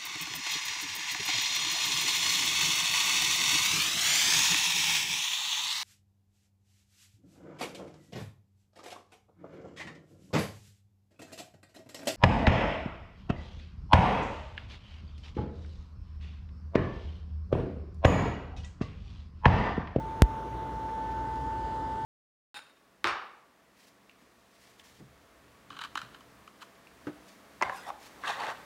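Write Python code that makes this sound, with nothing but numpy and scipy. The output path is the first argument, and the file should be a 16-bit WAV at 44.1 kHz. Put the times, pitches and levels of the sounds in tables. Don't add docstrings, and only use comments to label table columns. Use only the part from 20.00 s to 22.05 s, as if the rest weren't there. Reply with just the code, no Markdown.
import sys
import numpy as np
from scipy import signal
from scipy.fft import rfft, irfft, next_fast_len
from scipy.io import wavfile
from scipy.ndimage import uniform_filter1d, map_coordinates

SR = 44100
rng = np.random.default_rng(int(sys.argv[2]) if len(sys.argv) > 2 else 0)


def put_to_file(sound):
    columns = np.atleast_2d(sound).T
    safe = np.clip(columns, -1, 1)
    whole_steps = np.round(safe * 32767)
    wavfile.write(sys.argv[1], SR, whole_steps.astype(np.int16))


def boost(x):
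    u = np.asarray(x, float) / 20
    return 10 ** u


N = 90404
t = np.arange(N) / SR


def unit(x):
    return x / np.sqrt(np.mean(x ** 2) + 1e-20)


def wobble(rate):
    knots = rng.standard_normal(int(N * rate / SR) + 4)
    return map_coordinates(knots, [np.arange(N) * rate / SR])


def sine(phase):
    return np.sqrt(2) * np.sin(phase + rng.uniform(0, 2 * np.pi))


def filtered(x, response):
    edge = 4096
    wide = np.pad(np.ravel(x), edge, mode="reflect")
    size = next_fast_len(len(wide) + SR)
    spectrum = rfft(wide, size) * response(np.fft.rfftfreq(size, 1 / SR))
    return irfft(spectrum, size)[edge:edge + N].reshape(np.shape(x))


def peak(centre_hz, wide_hz):
    return lambda f: 1j * f * wide_hz / (centre_hz ** 2 - f * f + 1j * f * wide_hz)


def peaks(table, f):
    return sum(share * abs(peak(centre, wide)(f)) ** 2 for centre, wide, share in table)


def rush(points, below_db, above_db, patchy_db):
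    grains = signal.stft(rng.standard_normal(N), nperseg=512)[2]
    patches = uniform_filter1d(rng.standard_normal(grains.shape), size=6, axis=0)
    patches = uniform_filter1d(patches, size=14, axis=1)
    noise = signal.istft(grains * boost(patchy_db * unit(patches)), nperseg=512)[1][:N]
    hz, db = np.transpose(points)

    def colour(f):
        octave = np.log2(f + 1)
        below = below_db * np.clip(np.log2(hz[0]) - octave, 0, None)
        above = above_db * np.clip(octave - np.log2(hz[-1]), 0, None)
        return boost(np.interp(octave, np.log2(hz), db) - below - above)
    return unit(filtered(noise, colour))


# time in seconds, pitch in Hz, level in dB.
BLADE_TONE = [
    (0.02, 887.5, -39),
    (0.372, 886.4, -37.5),
    (0.466, 884.8, -40),
    (1.072, 884, -35),
    (2.0, 884.6, -35),
]
# multiple of the shaft rate, dB re the blade tone, growth with nearness in dB per dB.
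SHAFT_ORDERS = [(8, -31, .1), (12, -24.5, 1.7), (14, -29, 4), (16, -32.5, .2), (21, -46, .5),
                (28, -40.5, .3)]
# pitch in Hz, level in dB.
WINDING_WHINE = [(2804, -80), (2851, -80), (3024, -76), (3109, -83), (3236, -80), (3327, -79), (3455, -83),
                 (3629, -80), (4423, -86)]


def fan():
    blades = 7
    s, hz, db = np.transpose(BLADE_TONE)
    tone_db = np.interp(t, s, db)
    near_db = tone_db - tone_db.mean()
    blade_hz = np.interp(t, s, hz) + 0.38 * wobble(11.99)
    shaft = 2 * np.pi * np.cumsum(blade_hz) / SR / blades
    tone = boost(-0.5 * wobble(27)) * sine(blades * shaft)
    skirt = unit(filtered(rng.standard_normal(N), lambda f: peak(hz.mean(), 109)(f) ** 2))
    sound = boost(tone_db) * (tone + boost(-17) * skirt)
    for multiple, below_db, grows in SHAFT_ORDERS:
        order_db = tone_db.mean() + below_db + grows * near_db + 1.3 * wobble(5.78)
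        sound = sound + boost(order_db) * sine(round(multiple) * shaft)
    for pitch, level in WINDING_WHINE:
        whine_db = level + 0.9 * near_db + 2.6 * wobble(3.7)
        sound = sound + boost(whine_db) * sine(2 * np.pi * pitch * t)
    return sound


# frequency in Hz, level in dB per Hz.
AIR_SPECTRUM = [(500, 0), (900, 1), (1400, -3.5), (2000, -13.5), (3500, -19), (7000, -26.5), (10000, -34),
                (14000, -37.5)]
# time in seconds, share of sound over the window [0-1], airflow in dB.
VIEW_PATH = [
    (0, 0.37, -1.5),
    (0.298, 0.08, 1),
    (0.799, 0.25, .1),
    (1.15, 0.44, 0.2),
    (1.6, 0.96, -0.3),
    (2.05, .95, -0.5),
]
# centre in Hz, width in Hz, depth [0-1, negative lifts].
BENCH_DIPS = [(2440, 230, 0.25), (4840, 700, 0.73), (7750, 1600, 0.72), (8500, 700, -.3),
              (6000, 1700, -.15)]
# centre in Hz, width in Hz, lift [0-1, negative dips].
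CAVITY_PEAKS = [(2460, 350, -.4), (2890, 320, 0), (4080, 270, .3), (4900, 540, 0.7), (5700, 230, -.3),
                (6740, 380, 0.2), (7350, 590, 0.5), (8800, 500, 0.4)]


def airflow():
    s, share, db = np.transpose(VIEW_PATH)
    over = np.clip(np.interp(t, s, share), 0, 1)
    air = rush(AIR_SPECTRUM, 21, 6, patchy_db=1.5)
    side = filtered(air, lambda f: 1 - peaks(BENCH_DIPS, f))
    top = filtered(air, lambda f: 1 + peaks(CAVITY_PEAKS, f))
    level_db = -48.5 + np.interp(t, s, db) + 0.4 * wobble(2)
    return boost(level_db) * ((1 - over) * side + over * top)


# pitch in Hz, level in dB, wander
# in Hz.
ROOM_DRONES = [(58, -50, 2.2), (103, -58.5, 4), (273.6, -59, 5.04), (361.7, -66.5, 4)]


def drones():
    sound = np.zeros(N)
    for hz, db, wander in ROOM_DRONES:
        phase = 2 * np.pi * np.cumsum(hz + wander * wobble(7)) / SR
        sound += boost(db + 1.4 * wobble(4.86)) * np.sqrt(2) * np.sin(phase)
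    return sound


# frequency in Hz, level in dB per Hz.
RUMBLE_SPECTRUM = [(42, -8.5), (58, -9.5), (80, -9), (110, -7.5), (200, -13.5), (300, -10), (480, -12.5),
                   (700, -22.5)]
# time in seconds, lift in dB, length in seconds.
RUMBLE_SURGES = [
    (.33, 4, .04),
    (.53, 3, .04),
    (.755, 7, .035),
    (.92, -4, .08),
    (1.19, 3, .03),
    (1.43, 7, .06),
    (1.61, 4, .04),
    (1.86, 5, .06),
    (2.0, -7, .03),
]


def workshop():
    surge_db = sum(db * np.exp(-((t - s) / length) ** 2) for s, db, length in RUMBLE_SURGES)
    rumble = rush(RUMBLE_SPECTRUM, 4, 10.9, patchy_db=0.33)
    low = filtered(rumble, lambda f: 1 / (1 + (f / 140) ** 4))
    surging = rumble + low * (boost(surge_db) - 1)
    return boost(-43) * surging + boost(0.81 * surge_db) * drones()


# time in seconds, step height in full scale, rise in samples.
JOLT_STEPS = [
    (.22034, .08, 2),
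    (.220922, .86, 1.3),
    (.23313, .018, 2),
    (.24101, -.013, 2),
]


def jolt():
    return sum(height * np.clip((t - s) * SR / rise + 0.5, 0, 1) for s, height, rise in JOLT_STEPS)


def duck():
    since = t - JOLT_STEPS[1][0]
    return boost(-10 * np.exp(-np.abs(since) / 0.011) * (since > 0))


# time in seconds, peak in dB, 60 dB decay time in seconds.
CASE_TICKS = [
    (1.116, -49, .03),
    (1.124, -53, .02),
    (1.358, -49, .03),
    (1.367, -49, .03),
]


def ticks():
    shape = np.zeros(N)
    for s, db, t60 in CASE_TICKS:
        shape += boost(db - 60 * np.clip(t - s, 0, None) / t60) * (t >= s)
    return filtered(shape * rng.standard_normal(N), lambda f: peak(3900, 3000)(f) ** 2)


def scene():
    room = fan() + airflow() + workshop()
    return (room * duck() + jolt() + ticks())[None]


def roll_off(x):
    return signal.sosfilt(signal.butter(12, 15100, fs=SR, output="sos"), x)


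# corner in Hz, Q.
LOW_CUT_STAGES = [(27.4, 1.69), (76.6, .83), (51.4, 2.31)]


def record(dry):
    coupling_hz, top_hz, edge_hz = 22.7, 14300, 250

    def chain(f):
        stages = [-f * f / (c * c - f * f + 1j * f * c / q) for c, q in LOW_CUT_STAGES]
        coupling = 1j * f / (coupling_hz + 1j * f)
        summing = 1 / (1 - np.exp(-2j * np.pi * f / SR) + 1e-12)
        band = np.clip((top_hz - f) / edge_hz + 0.5, 0, 1)
        return np.prod(stages, axis=0) * coupling * summing * band
    finished = filtered(np.diff(dry, prepend=0), chain)
    return roll_off(finished)


dry = scene()
out = record(dry)
put_to_file(out)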